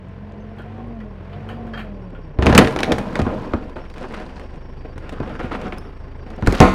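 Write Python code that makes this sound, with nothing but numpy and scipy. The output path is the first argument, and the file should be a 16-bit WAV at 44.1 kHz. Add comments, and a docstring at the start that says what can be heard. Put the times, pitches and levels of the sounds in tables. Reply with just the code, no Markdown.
"""A diesel loader, revs wavering, rolls across a yard toward the microphone, its loose forks rattling.
Close by, it pushes them through a hollow wooden door: fibres crack, the skins knock, the core thumps.
While the engine idles the door hangs on the forks and drags its edge over the ground in three strokes,
then slams flat on a steel plate, which rings. Machines and sheds scatter the door's sound back,
and the loudest blows overload the microphone."""
import sys
import numpy as np
from scipy import signal
from scipy.fft import rfft, irfft, next_fast_len
from scipy.io import wavfile
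from scipy.ndimage import uniform_filter1d, map_coordinates

SR = 44100
rng = np.random.default_rng(int(sys.argv[2]) if len(sys.argv) > 2 else 0)


def generate_wav(signal):
    """Clip the signal to [-1, 1] and save it as 16-bit WAV at the path in sys.argv[1]."""
    frames = np.transpose(np.atleast_2d(signal))
    scaled = np.clip(frames, -1, 1) * 32767
    pcm = np.round(scaled).astype(np.int16)
    wavfile.write(sys.argv[1], SR, pcm)


N = 297234

IDLE_HZ = 26  # firing rate
START_M, STOP_M, STOP_S = 12, 3.6, 3.47  # the loader's distance from the microphone, and when it stops
# The engine revs twice, lugs against the door, then idles. Each row: time in seconds, firing rate in Hz.
REVS = [(0.0, 40.05), (0.12, 44.8), (0.55, 46.07), (0.82, 51), (1.03, 42.9), (1.18, 40.54), (1.37, 47.08),
        (1.51, 49.94), (1.67, 47.85), (1.98, 39.5), (2.25, 32.24), (2.82, 24.37), (2.99, 23.43),
        (4.21, 21.06), (4.53, 25.31), (6.4, 26.73)]
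# Short single-tone rings: the forks' loose pins and links, then, in the last row, a knock on the door.
# Each row: start in seconds, level in dB, frequency in Hz, t60 in seconds.
SHORT_RINGS = [(0.405, -66, 6196, .16), (0.587, -49, 3200, 0.14), (1.008, -43, 1940, 0.11),
               (1.331, -49, 3025, .12), (1.331, -56, 3526, 0.15), (1.49, -42, 2990, .12),
               (1.737, -36, 3200, .15), (1.778, -37, 3130, 0.11), (2.15, -42.5, 1420, 0.18),
               (3.536, -16, 1235, 0.037)]
# The hollow door's own modes. Each row: frequency in Hz, level in dB, t60 in seconds.
PANEL_MODES = [(203.5, 1.5, 0.213), (262.3, 3, 0.22), (377.6, 2.5, 0.25), (456.5, 3, 0.18),
               (497, 2.5, 0.084), (625.1, 1.5, 0.15), (753.6, -5, 0.41), (804.6, -6, .2), (887, -6, 0.3),
               (1025.6, -5.5, 0.17), (1235, -12, 0.24), (1393, -17, 0.1), (1816, -16.5, 0.18),
               (2490, -15.5, 0.28)]
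# The dull groan of a rubbing edge. Each row: frequency in Hz, level in dB.
GROAN_SPECTRUM = [(65, -32.5), (120, -6), (165, 1), (215, -1.5), (330, 4), (458, -12), (587, -3),
                  (644, -17), (736, -2), (896, -16), (1300, -23.5), (1690, -56.5), (2860, -120)]
# The hanging door drags over the ground. Each row: start, attack, hold and release in seconds,
# then depth of the swell, groan level and crunch level in dB.
DRAG_STROKES = [(3.89, 0.12, 0.17, 0.38, 10, -39.5, -47), (5.079, 0.3, 0.19, 0.34, 12.5, -34, -40),
                (6.259, 0.29, 0.045, 0.018, 42, -28.5, -30.5)]


def amp(db):
    """Decibels as a gain."""
    return 10 ** (np.asarray(db) / 20)


def unit(x):
    """x scaled to rms 1."""
    return x / np.sqrt(np.mean(x ** 2) + 1e-20)


def struck(x):
    """A hit scaled to rms 1 over its first 20 ms."""
    return x / np.sqrt(np.mean(x[:880] ** 2) + 1e-20)


def along(points, hz):
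    """The value at hz between (Hz, value) points, on a log axis."""
    knots_hz, values = np.transpose(points)
    return np.interp(np.log(hz + 1), np.log(knots_hz + 1), values)


def during(start, end, fade):
    """1 from start to end, fading outside; all in seconds."""
    return np.interp(np.arange(N) / SR, [start - fade, start, end, end + fade], [0, 1, 1, 0])


def wobble(rate, size=N):
    """A smooth random curve, rate knots a second."""
    knots = rng.standard_normal(int(size * rate / SR) + 4)
    return map_coordinates(knots, [np.arange(size) * rate / SR])


def filtered(x, response):
    """x times a complex response of frequency."""
    size = next_fast_len(len(x) + 8192)
    return irfft(rfft(x, size) * response(np.fft.rfftfreq(size, 1 / SR)), size)[:len(x)]


def coloured(x, spectrum, size=4096):
    """x through a causal filter with the gain of the (Hz, dB) points."""
    gain = amp(along(spectrum, np.fft.rfftfreq(size, 1 / SR)))
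    cepstrum = irfft(np.log(np.maximum(gain, 1e-6)))
    fold = np.r_[1, np.full(size // 2 - 1, 2), 1, np.zeros(size // 2 - 1)]  # to minimum phase
    return signal.fftconvolve(x, irfft(np.exp(rfft(cepstrum * fold))))[:len(x)]


def resonant(x, peaks):
    """x through (Hz, width in Hz, dB) resonances of alternating sign."""
    return filtered(x, lambda f: sum((-1) ** k * amp(db) * 1j * f * width
                                     / (hz * hz - f * f + 1j * f * width)
                                     for k, (hz, width, db) in enumerate(peaks)))


def burst(t60, tail_db, tail_t60):
    """Noise that dies fast, over a slower tail."""
    t = np.arange(SR // 3) / SR
    return rng.standard_normal(len(t)) * (amp(-60 * t / t60) + amp(tail_db - 60 * t / tail_t60))


def jolt(t60, tail_db, tail_t60, edge):
    """A sudden impulse of height edge, then the rattle that it starts."""
    rattle = burst(t60, tail_db, tail_t60)
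    rattle[0] += edge
    return rattle


def ring(modes, rise_s=0.0005):
    """Decaying sines from (Hz, dB, t60) modes, with a brief soft rise."""
    t = np.arange(SR // 3) / SR
    rise = 1 - np.exp(-(t / rise_s) ** 2)
    return rise * sum(amp(db - 60 * t / t60) * np.sin(2 * np.pi * (hz * t + rng.random()))
                      for hz, db, t60 in modes)


def grains(rate, spread_db):
    """Random impulses, rate a second, a few much larger than the rest."""
    sizes = amp(spread_db * np.minimum(rng.exponential(size=N), 4))
    return (rng.random(N) < rate / SR) * sizes * rng.choice([-1, 1], N)


def snaps(rate, spread_db, low_hz=900, high_hz=14000, life_cycles=1.8):
    """Tiny random snaps, rate a second, each with its own pitch and size."""
    when, pitch, chance = rng.random((int(rate * N / SR), 3)).T[:, :, None]
    hz = low_hz * (high_hz / low_hz) ** pitch
    size = hz * amp(spread_db * np.minimum(-np.log(1 - chance), 4))  # higher snaps: shorter but taller
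    age = np.arange(300)
    cycles = hz * age / SR
    pings = size * np.exp(-cycles / life_cycles) * np.sin(2 * np.pi * cycles)
    positions = (when * N).astype(int) + age
    return unit(np.bincount(positions.ravel(), pings.ravel(), N)[:N])


def add(track, start, sound):
    """Mix a sound in at start seconds."""
    part = track[round(start * SR):][:len(sound)]
    part += sound[:len(part)]


def nearness_db():
    """The loader grows louder as it nears the microphone at an even pace; 0 dB where it stops."""
    distance_m = np.interp(np.arange(N) / SR, [0, STOP_S], [START_M, STOP_M])
    return 20 * np.log10(STOP_M / distance_m)


def engine():
    """Exhaust tones, roar and clatter follow revs, throttle and distance, over a steady low rumble."""
    # Exhaust orders 1 to 3. Each row: dB at idle, dB per octave of revs, dB added at full throttle.
    exhaust_orders = [(-36, 4, -3.5), (-43.5, 15, 3.5), (-40.5, 4, 0.5)]
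    # The pump's faint whine. Each row: multiple of the firing rate, level in dB against the roar.
    pump_tones = [(10, -11), (15, -8)]
    # Combustion, its low roar and its hard clatter. Each row: frequency in Hz, level in dB.
    roar_spectrum = [(65, -31.5), (110, -2.5), (177, -7.5), (211, -8.5), (244, -9), (360, -11.5),
                     (450, -10), (560, -13), (645, -16), (780, -19.5), (963, -26), (1050, -15),
                     (1300, -42.5), (1690, -43), (2860, -120)]
    clatter_spectrum = [(530, -18), (900, -1.5), (1000, -7), (1080, -7.5), (1490, -6.5), (1770, -8),
                        (3000, -16.5), (3730, -23.5), (5480, -33), (7060, -40.5), (9420, -45.5),
                        (16000, -54)]
    firing_hz = np.interp(np.arange(N) / SR, *np.transpose(REVS))
    phase = 2 * np.pi * np.cumsum(firing_hz) / SR
    octaves = np.log2(firing_hz / IDLE_HZ)
    throttle = np.tanh(uniform_filter1d(np.gradient(octaves) * SR, SR // 8))  # positive as revs climb

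    def gain(idle_db, octave_db, throttle_db):
        return amp(idle_db + octave_db * octaves + throttle_db * throttle)

    exhaust = sum(gain(*row) * amp(wobble(14)) * np.sqrt(2) * np.sin(k * phase + 2 * np.pi * rng.random())
                  for k, row in enumerate(exhaust_orders, 1))
    whine = sum(amp(db + 3 * wobble(25)) * np.sin(k * phase + 0.6 * wobble(40)) for k, db in pump_tones)
    firings = unit(amp(3.6 * (IDLE_HZ / firing_hz) ** 2 * np.cos(phase)))  # they merge as the revs rise
    puffs = rng.standard_normal(N) * amp(2.5 * np.cos(phase) + 2 * wobble(45))
    roar = unit(coloured(puffs, roar_spectrum))
    clatter = unit(coloured(rng.standard_normal(N), clatter_spectrum)) * firings
    rumble_spectrum = [(15, -22.5), (45, -5), (130, -6.5), (300, -26), (900, -74)]
    rumble = unit(coloured(rng.standard_normal(N), rumble_spectrum))
    combustion = gain(-42, 13, -0.5) * (roar + whine) + gain(-51.5, 12, 1.8) * clatter
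    return amp(nearness_db()) * (exhaust + combustion) + amp(-45) * rumble


def drive_train(ratio=4.64, lag_s=0.079, inertia_s=0.075, swell_lag_s=0.052, db_per_octave=18):
    """A hum follows the revs a little late, louder when faster, and dies as the door slows the loader."""
    t = np.arange(N) / SR
    late_hz = np.interp(t - lag_s, *np.transpose(REVS))
    speed_hz = uniform_filter1d(late_hz, size=round(inertia_s * SR))
    phase = 2 * np.pi * np.cumsum(ratio * speed_hz * (1 + 0.005 * wobble(29))) / SR
    hum = np.sin(phase) + amp(-17) * np.sin(2 * phase) + amp(-21) * np.sin(3 * phase)
    octaves = np.log2(np.interp(t - swell_lag_s, t, speed_hz) / IDLE_HZ)  # loudness trails pitch
    level_db = -45 + db_per_octave * octaves + nearness_db() + 1.8 * wobble(28)
    return unit(hum) * amp(level_db) * during(0, 1.95, fade=0.75)


def hydraulics(flutter_db=3.5, lift_s=2.6):
    """Oil whistles through a valve; each tone flutters on its own inside a skirt of hiss."""
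    # The valve's tones. Each row: frequency in Hz, width in Hz, relative level in dB.
    valve_tones = [(4670, 85, 2.5), (5430, 54, 3), (5760, 70, -6.5), (8100, 90, -15)]
    whistle = np.zeros(N)
    for hz, width, db in valve_tones:
        hiss = resonant(rng.standard_normal(N), [(hz, 2 * width, db)])
        tone = resonant(hiss, [(hz, width, 0)])
        whistle += (tone + amp(-5) * hiss) * amp(flutter_db * wobble(34))
    lift_db = np.interp(np.arange(N) / SR, [lift_s, lift_s + 0.5], [0, 0.5])  # the boom starts to lift
    return unit(whistle) * amp(-67.5 + lift_db + nearness_db())


def tyres():
    """Stones tick under the tyres until the loader stops."""
    # The yard's gravel. Each row: frequency in Hz, level in dB.
    gravel_spectrum = [(1000, 11.5), (3000, 4.5), (6000, -12.5), (9500, -14.5), (12500, -33)]
    stones = unit(coloured(snaps(rate=45, spread_db=3.3), gravel_spectrum))
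    return amp(-68) * stones * during(0, STOP_S, fade=0.2)


def forks():
    """Loose steel chatters over the bumps, each time with another mix of its modes, and pins clink."""
    # The forks rattle on their carriage. Each row: start in seconds, level in dB, relative tail in dB.
    rattles = [(0.584, -44, 11), (1.002, -47, -4), (1.329, -45.5, 0), (1.488, -37.5, 13), (1.512, -45.5, 6),
               (1.668, -47.5, 0), (1.735, -33, 18), (1.775, -34.5, 6), (1.792, -37.5, 9), (1.812, -51, 1),
               (2.149, -49, 6)]
    # The forks' modes. Each row: frequency in Hz, width in Hz, level in dB.
    fork_modes = [(487, 110, 2.5), (750, 105, 5.5), (1100, 210, 0), (1420, 180, 7), (1770, 130, 5.5),
                  (2410, 480, -2.5), (3280, 190, -3), (3770, 64, -11), (4500, 670, -15.5), (6333, 150, -35)]
    out = np.zeros(N)
    for start, db, tail_db in rattles:
        modes = [(hz, width, level + rng.normal(0, 3)) for hz, width, level in fork_modes]
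        chatter = burst(t60=0.035, tail_db=tail_db, tail_t60=0.24)
        add(out, start, amp(db) * struck(resonant(chatter, modes)))
    for start, db, hz, t60 in SHORT_RINGS[:-1]:
        add(out, start, ring([(hz, db, t60)]))
    return out


def door_blows():
    """Fibres snap in a ragged cluster, the skin knocks and rings, and the hollow core thumps."""
    # Each row: start in seconds, then thump level, knock level, crack level and crack treble in dB.
    blows = [(2.388, -19.5, -24.5, -43, -2), (2.423, -19, -23.5, -27.5, -8), (2.46, -16, -25, -32.5, 9),
             (2.467, -14, -13.5, -19, -4), (2.495, -11, -16.5, -33, 3), (2.526, -13, -15, -26.5, -6.5),
             (2.55, -10, -12.5, -18.5, 3), (2.588, -10, -5.5, -11, 2), (2.618, -16.5, -19, -45, 0),
             (2.647, -41, -32, -28, -9), (2.673, -35, -44, -26, -5), (2.762, -30.5, -20.5, -32.5, 2),
             (2.789, -52, -26, -29, -2), (2.805, -45, -26, -33.5, 8), (2.831, -30, -23.5, -20.5, 0.5),
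             (2.919, -19.5, -21, -22.5, 0.5), (2.982, -29, -26.5, -34, 6), (3.155, -34, -27, -28, -1.5),
             (3.191, -17.5, -20, -37, 4), (3.197, -31, -22, -34, -7), (3.265, -18, -23.5, -45, -13),
             (3.535, -18, -20.5, -36, -13), (3.766, -40, -34.5, -48, -12), (4.041, -47, -31.5, -52, -5),
             (4.958, -35.5, -51, -59, -10), (5.201, -23.5, -28.5, -50, 0), (5.231, -41, -32.5, -50, -8),
             (5.441, -26.5, -34, -50, -17), (5.512, -36, -31, -42, -19), (5.551, -40, -31.5, -40, -21),
             (5.723, -44.5, -31.5, -37, -26), (6.424, -17.5, -28, -40.5, -4), (6.463, -27, -39, -34.5, -1),
             (6.472, -10.5, -16.5, -25.5, 10), (6.524, -21, -22.5, -31.5, 11.5), (6.55, -45, -32, -33, 6),
             (6.603, -8, -4, -15, 7.5)]
    # The core's thump, the skin's knock, the fibres' crack. Each row: frequency in Hz, level in dB.
    thump_spectrum = [(21, -34), (35, -9), (85, -1), (160, -10), (235, -4), (420, -17.5), (550, -41),
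                      (920, -120)]
    knock_spectrum = [(180, -26), (300, 1.5), (499, -4.5), (544, -3.5), (638, -8.5), (676, -5.5), (727, -4),
                      (885, -8), (931, -7.5), (1010, -8.5), (1700, -15), (2210, -50.5), (3740, -120)]
    crack_spectrum = [(700, -26), (1300, -0.5), (1900, 7.5), (2700, 1), (3600, -2.5), (4900, -9),
                      (6300, -12.5), (8000, -19), (10000, -22), (13000, -32.5), (16000, -36)]
    out = np.zeros(N)
    for start, thump_db, knock_db, crack_db, treble_db in blows:
        thump = struck(coloured(jolt(t60=0.099, tail_db=-8, tail_t60=0.22, edge=4.2), thump_spectrum))
        knock = struck(coloured(jolt(t60=0.054, tail_db=-8, tail_t60=0.19, edge=8.7), knock_spectrum))
        fibres = burst(t60=0.022, tail_db=-12, tail_t60=0.1)
        ragged = fibres * amp(3.5 * wobble(900, size=len(fibres)))
        crack = struck(coloured(coloured(ragged, crack_spectrum), [(3000, 0), (10000, treble_db)]))
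        panel = struck(ring([(hz, db + rng.normal(0, 3), t60) for hz, db, t60 in PANEL_MODES]))
        skin = amp(-1) * knock + amp(-6) * panel
        add(out, start, amp(thump_db) * thump + amp(knock_db) * skin + amp(crack_db) * crack)
    return out


def air_pushes():
    """The panel flexes as a whole and shoves a few heavy pressure cycles at the microphone."""
    # Each row: start in seconds, level in dB, frequency in Hz, t60 in seconds.
    pushes = [(2.388, -6.5, 68.6, 0.19), (2.583, 18, 221.6, 0.014), (3.221, -8.5, 92.6, 0.12),
              (6.474, -6.5, 40.4, 0.23), (6.604, 19.5, 163, 0.026), (6.701, -22.5, 84.8, .35)]
    out, t = np.zeros(N), np.arange(SR // 4) / SR
    for start, db, hz, t60 in pushes:
        add(out, start, amp(db - 60 * t / t60) * np.sin(2 * np.pi * hz * t))
    return out


def friction(groan_spectrum, crunch_spectrum, slip_db, rate, spread_db):
    """Uneven slips ring the hollow panel and snap fibres: (groan, crunch), each of rms 1."""
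    slips = amp(slip_db * wobble(55))
    shakes = unit(grains(rate=500, spread_db=2) * slips) + 0.66 * slips * rng.standard_normal(N)
    peaks = [(hz, np.log(1000) / np.pi / t60, db) for hz, db, t60 in PANEL_MODES]
    hollow = unit(resonant(shakes, peaks))
    groan = unit(unit(coloured(shakes, groan_spectrum)) + amp(-1) * hollow)
    fibres = snaps(rate, spread_db) + 0.6 * rng.standard_normal(N)
    return groan, unit(coloured(slips * fibres, crunch_spectrum))


def pushed(push, groan, crunch):
    """One push of wood against resistance: groan and crunch build, hold, ease off and stop together."""
    start, attack, hold, release, depth_db, groan_db, crunch_db = push
    knots = start + np.cumsum([0, attack, hold, release])
    swell_db = np.interp(np.arange(N) / SR, knots, [-depth_db, 0, 0, -depth_db])
    force = amp(swell_db) * during(start, knots[-1], fade=0.013)
    return force * (amp(groan_db) * groan + amp(crunch_db) * crunch)


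def splintering():
    """The break runs on through the skins and the core."""
    # Each row: start, attack, hold and release in seconds, then swell depth, groan and crunch in dB.
    splits = [(2.397, 0.058, 0.21, 0.1, 12.5, -20, -30), (2.622, 0.029, 0.324, 0.204, -1.5, -29.5, -39.5),
              (3.129, 0.068, 0.22, 0.32, 11.5, -28.5, -40)]
    # The skins' groan and the fibres' crunch. Each row: frequency in Hz, level in dB.
    skin_spectrum = [(65, -38), (110, 2.5), (232, 0.5), (263, 6.5), (336, 1), (382, -6.5), (421, -17),
                     (458, -1.5), (561, -7), (617, -8.5), (679, -9.5), (1030, -15), (1400, -26),
                     (1820, -48), (3080, -120)]
    fibre_spectrum = [(590, -31.5), (1000, 5), (1100, -6), (1650, -6), (1940, -12.5), (2360, -13.5),
                      (3540, -19), (7190, -34.5), (15100, -48.5), (16000, -46)]
    return sum(pushed(split, *friction(skin_spectrum, fibre_spectrum, slip_db=1.7, rate=1800, spread_db=2))
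               for split in splits)


def ticks(grit_per_s=9):
    """Splinters let go in short rasps as the door breaks; later, stones and grit tick under the dragging edge,
    some at random in each stroke."""
    # Single ticks: splinters as the door breaks, then grit and stones under the dragging edge. Each row: start
    # in seconds, level in dB.
    single_ticks = [(2.435, -35), (2.64, -35), (2.681, -33), (2.708, -38), (2.724, -36), (2.972, -58),
                    (3.028, -53), (3.217, -33.5), (3.696, -49), (3.9, -47), (3.94, -44.5), (3.981, -43),
                    (4.028, -42), (4.123, -44), (4.141, -43), (4.2, -44), (4.295, -56), (4.396, -44.5),
                    (4.416, -54.5), (4.979, -40), (5.093, -37), (5.125, -45), (5.434, -52), (5.615, -41),
                    (5.684, -49), (6.303, -45.5), (6.362, -49)]
    # The colour of splinters and grit alike. Each row: frequency in Hz, level in dB.
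    tick_spectrum = [(900, 13), (2600, 5.5), (4000, -1), (6000, -8.5), (9500, -13.5), (12000, -23),
                     (16000, -25)]
    out, pops = np.zeros(N), []
    for start, attack, hold, release, *_ in DRAG_STROKES:
        length = attack + hold + release
        for when, size in rng.random((int(grit_per_s * length), 2)):
            pops.append((start + length * when, -60 + 6 * size))
    for start, db in single_ticks + pops:
        rasp = burst(t60=0.025, tail_db=-14, tail_t60=0.12)
        add(out, start, amp(db) * struck(coloured(rasp, tick_spectrum)))
    return out


def scuffs(attack_s=0.003, t60=0.12):
    """A broken or dragging edge catches: each time a short run of gritty slips that dies away."""
    # Each row: start in seconds, length in seconds, groan level in dB, crunch level in dB.
    catches = [(2.476, .035, -21.5, -30), (2.546, .02, -17, -24.5), (2.582, 0.04, -14, -22.5),
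               (2.866, 0.069, -20, -38.5), (3.135, .025, -31, -43), (3.263, 0.088, -25, -42.5),
               (3.607, 0.029, -40.5, -48), (3.756, 0.05, -31, -43), (3.837, 0.024, -40, -46.5),
               (3.959, 0.033, -42, -42.5), (4.011, .04, -34, -45), (4.104, 0.032, -34, -46),
               (4.136, 0.0084, -35, -32), (4.173, 0.051, -31.5, -41.5), (4.288, 0.022, -38.5, -45.5),
               (4.395, 0.021, -36, -46), (4.846, 0.013, -37, -49), (5.02, 0.056, -42, -48),
               (5.119, 0.02, -30.5, -39.5), (5.223, 0.0095, -39, -40.5), (5.273, 0.032, -31, -41),
               (5.395, 0.06, -34, -40), (5.514, 0.039, -30, -33), (5.618, 0.042, -31.5, -41),
               (5.72, 0.015, -36, -37), (6.26, 0.079, -36.5, -49), (6.378, 0.009, -33.5, -49)]
    # The edge's rasp, and stones and splinters crackling under it. Each row: frequency in Hz, level in dB.
    rasp_spectrum = [(550, -17.5), (950, 1), (1400, 2.5), (2400, -5), (3400, -14.5), (5000, -23.5),
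                     (7500, -48), (16000, -65.5)]
    crackle_spectrum = [(1500, 6.5), (3000, 11.5), (5000, -3.5), (7500, -10), (10000, -13), (12500, -21),
                        (16000, -32)]
    groan, rasp = friction(GROAN_SPECTRUM, rasp_spectrum, slip_db=2, rate=1200, spread_db=2)
    crackle = unit(coloured(grains(rate=700, spread_db=2.3), crackle_spectrum))
    crunch = rasp + amp(-11) * crackle
    out, t = np.zeros(N), np.arange(N) / SR
    for start, length, groan_db, crunch_db in catches:
        rise = np.clip((t - start) / attack_s, 0, 1)
        decay = amp(-60 * np.clip((t - start - length) / t60, 0, 2))
        out += rise * decay * (amp(groan_db) * groan + amp(crunch_db) * crunch)
    return out


def bright_cracks():
    """The two hardest blows open with a bright crack: the stile gives way, the panel slaps the plate."""
    # Each row: start in seconds, level in dB, t60 in seconds.
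    cracks = [(2.578, -2.5, 0.032), (6.602, -18.5, 0.061)]
    # The colour of both cracks. Each row: frequency in Hz, level in dB.
    crack_spectrum = [(500, -5.5), (1200, 9), (1900, 2.5), (2700, 9.5), (4500, -17), (8000, -9),
                      (11000, -20.5), (16000, -33.5)]
    out = np.zeros(N)
    for start, db, t60 in cracks:
        add(out, start, amp(db) * struck(coloured(burst(t60, tail_db=-45, tail_t60=0.1), crack_spectrum)))
    return out


def knock_ring():
    """One knock on the hollow door rings briefly near 1.2 kHz."""
    start, db, hz, t60 = SHORT_RINGS[-1]
    out = np.zeros(N)
    add(out, start, ring([(hz, db, t60)]))
    return out


def scraping():
    """The door's bottom edge drags over boards and gravel in three strokes."""
    # The crunch, one spectrum for each stroke. Each row: frequency in Hz, level in dB.
    crunch_spectra = [
        [(590, -18), (1000, 9), (1230, -12), (1630, -1), (2010, -13.5), (2390, -12), (2590, -4), (3340, -15),
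         (4730, -11.5), (7190, -25.5), (9060, -27), (12400, -47.5), (16000, -53)],
        [(590, -27), (1000, -3), (1200, -3), (1430, 0.5), (1810, -11), (2330, -11.5), (3800, -21), (4120, -32),
         (4620, -25), (7350, -38), (9490, -42), (16000, -57)],
        [(590, -34), (1000, 0.5), (1790, -5), (2280, -7), (3670, -13), (5070, -18), (5570, -23), (15100, -44),
         (16000, -55)],
    ]
    return sum(pushed(stroke, *friction(GROAN_SPECTRUM, spectrum, slip_db=3.8, rate=1500, spread_db=2.3))
               for stroke, spectrum in zip(DRAG_STROKES, crunch_spectra))


def fitting_clink(start=5.783):
    """A small metal fitting ticks on contact and rings briefly."""
    # Its modes. Each row: frequency in Hz, level in dB, t60 in seconds.
    fitting_modes = [(5286, -3, 0.067), (5230, 8, 0.015), (9360, -8, 0.0058)]
    # The bright tick of its contact. Each row: frequency in Hz, level in dB.
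    tick_spectrum = [(3000, -30), (5000, 7.5), (7500, -13), (9500, 1.5), (13000, -4), (16000, -14)]
    out = np.zeros(N)
    metal = ring(fitting_modes)
    tick = struck(coloured(burst(t60=0.011, tail_db=-22, tail_t60=0.1), tick_spectrum))
    add(out, start, amp(-39.5) * (metal + amp(-13) * tick))
    return out


def landing(slam_s=6.611, shimmer_t60=0.6):
    """The door falls flat on a steel plate, sets it ringing, and bounces."""
    # The fallen door's crowd of close, short modes. Each row: frequency in Hz, level in dB.
    board_spectrum = [(70, -5), (125, -8), (200, 8), (340, 3), (700, 1.5), (1350, -3), (1700, -15),
                      (2200, -12.5), (2800, -25), (4400, -25.5), (5200, -42), (6700, -32), (9000, -47),
                      (16000, -55)]
    # The plate's low modes. Each row: frequency in Hz, level in dB, t60 in seconds.
    plate_modes = [(191, -8, 0.84), (259.2, -6, 0.53), (332, -12.5, 0.82), (375, -18, 0.3),
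                   (464, -24, 0.13), (495.5, 0.5, 0.21), (641, 1, 0.11), (746, 0, 0.18), (910, -14, 0.32),
                   (1052, -10, 0.53), (1141, -22, 0.45), (1240, -15, 0.6), (1297, -17, 0.62),
                   (1440, -16.5, 0.58), (2030, -26, .45), (2240, -32, .5), (2550, -39, 0.43)]
    # The door's bounces. Each row: start in seconds, level in dB.
    bounces = [(6.624, -8.5), (6.652, -22), (6.677, -18), (6.692, -28), (6.71, -32), (6.727, -33)]
    out = np.zeros(N)
    clatter = struck(coloured(burst(t60=0.14, tail_db=-10, tail_t60=0.36), board_spectrum))
    plate = ring(plate_modes)
    plate *= amp(1.1 * wobble(120, size=len(plate)))  # the door chatters on the plate
    high_hz = np.geomspace(1750, 11000, 70) * (1 + 0.012 * rng.standard_normal(70))  # its high modes
    high_db = along(board_spectrum, high_hz) + 10 * np.log10(high_hz) + rng.normal(0, 4, 70)
    shimmer = struck(ring([(hz, db, shimmer_t60) for hz, db in zip(high_hz, high_db)]))
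    add(out, slam_s, amp(-5) * plate + amp(-9.5) * clatter + amp(-25) * shimmer)
    for start, db in bounces:
        bounce = jolt(t60=0.065, tail_db=-13, tail_t60=0.15, edge=6.8)
        add(out, start, amp(db) * struck(coloured(bounce, board_spectrum)))
    return out


def yard(x):
    """Machines and sheds scatter the sound back to the microphone in a short tail."""
    # The yard's decay. Each row: frequency in Hz, t60 in seconds.
    decay_times = [(100, 0.51), (600, 0.28), (3000, 0.3), (12000, 0.5)]
    hz, t, noise = signal.stft(rng.standard_normal(SR), SR, nperseg=256)
    decay = amp(-60 * t / along(decay_times, hz)[:, None])
    tail = signal.istft(noise * decay, SR, nperseg=256)[1]
    gap = np.zeros(SR // 60)  # before the first reflection
    return signal.fftconvolve(x, np.r_[gap, tail / np.linalg.norm(tail)])[:N]


def scene():
    """One microphone in the yard: the door stands close to it, the loader behind the door."""
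    door = door_blows() + ticks() + splintering() + scraping() + scuffs() + fitting_clink() + landing()
    loader = engine() + drive_train() + hydraulics() + forks()
    direct_only = knock_ring() + tyres() + bright_cracks() + air_pushes()
    return (loader + door + direct_only + amp(-13) * yard(door))[None]


def record(dry, top_hz=16000):
    """The microphone saturates at full scale and keeps nothing above its band limit."""
    clipped = dry[0] / (1 + np.abs(dry[0]) ** 6) ** (1 / 6)
    return filtered(clipped, lambda hz: 1 / np.sqrt(1 + (hz / top_hz) ** 120))[None]


dry = scene()
out = record(dry)
generate_wav(out)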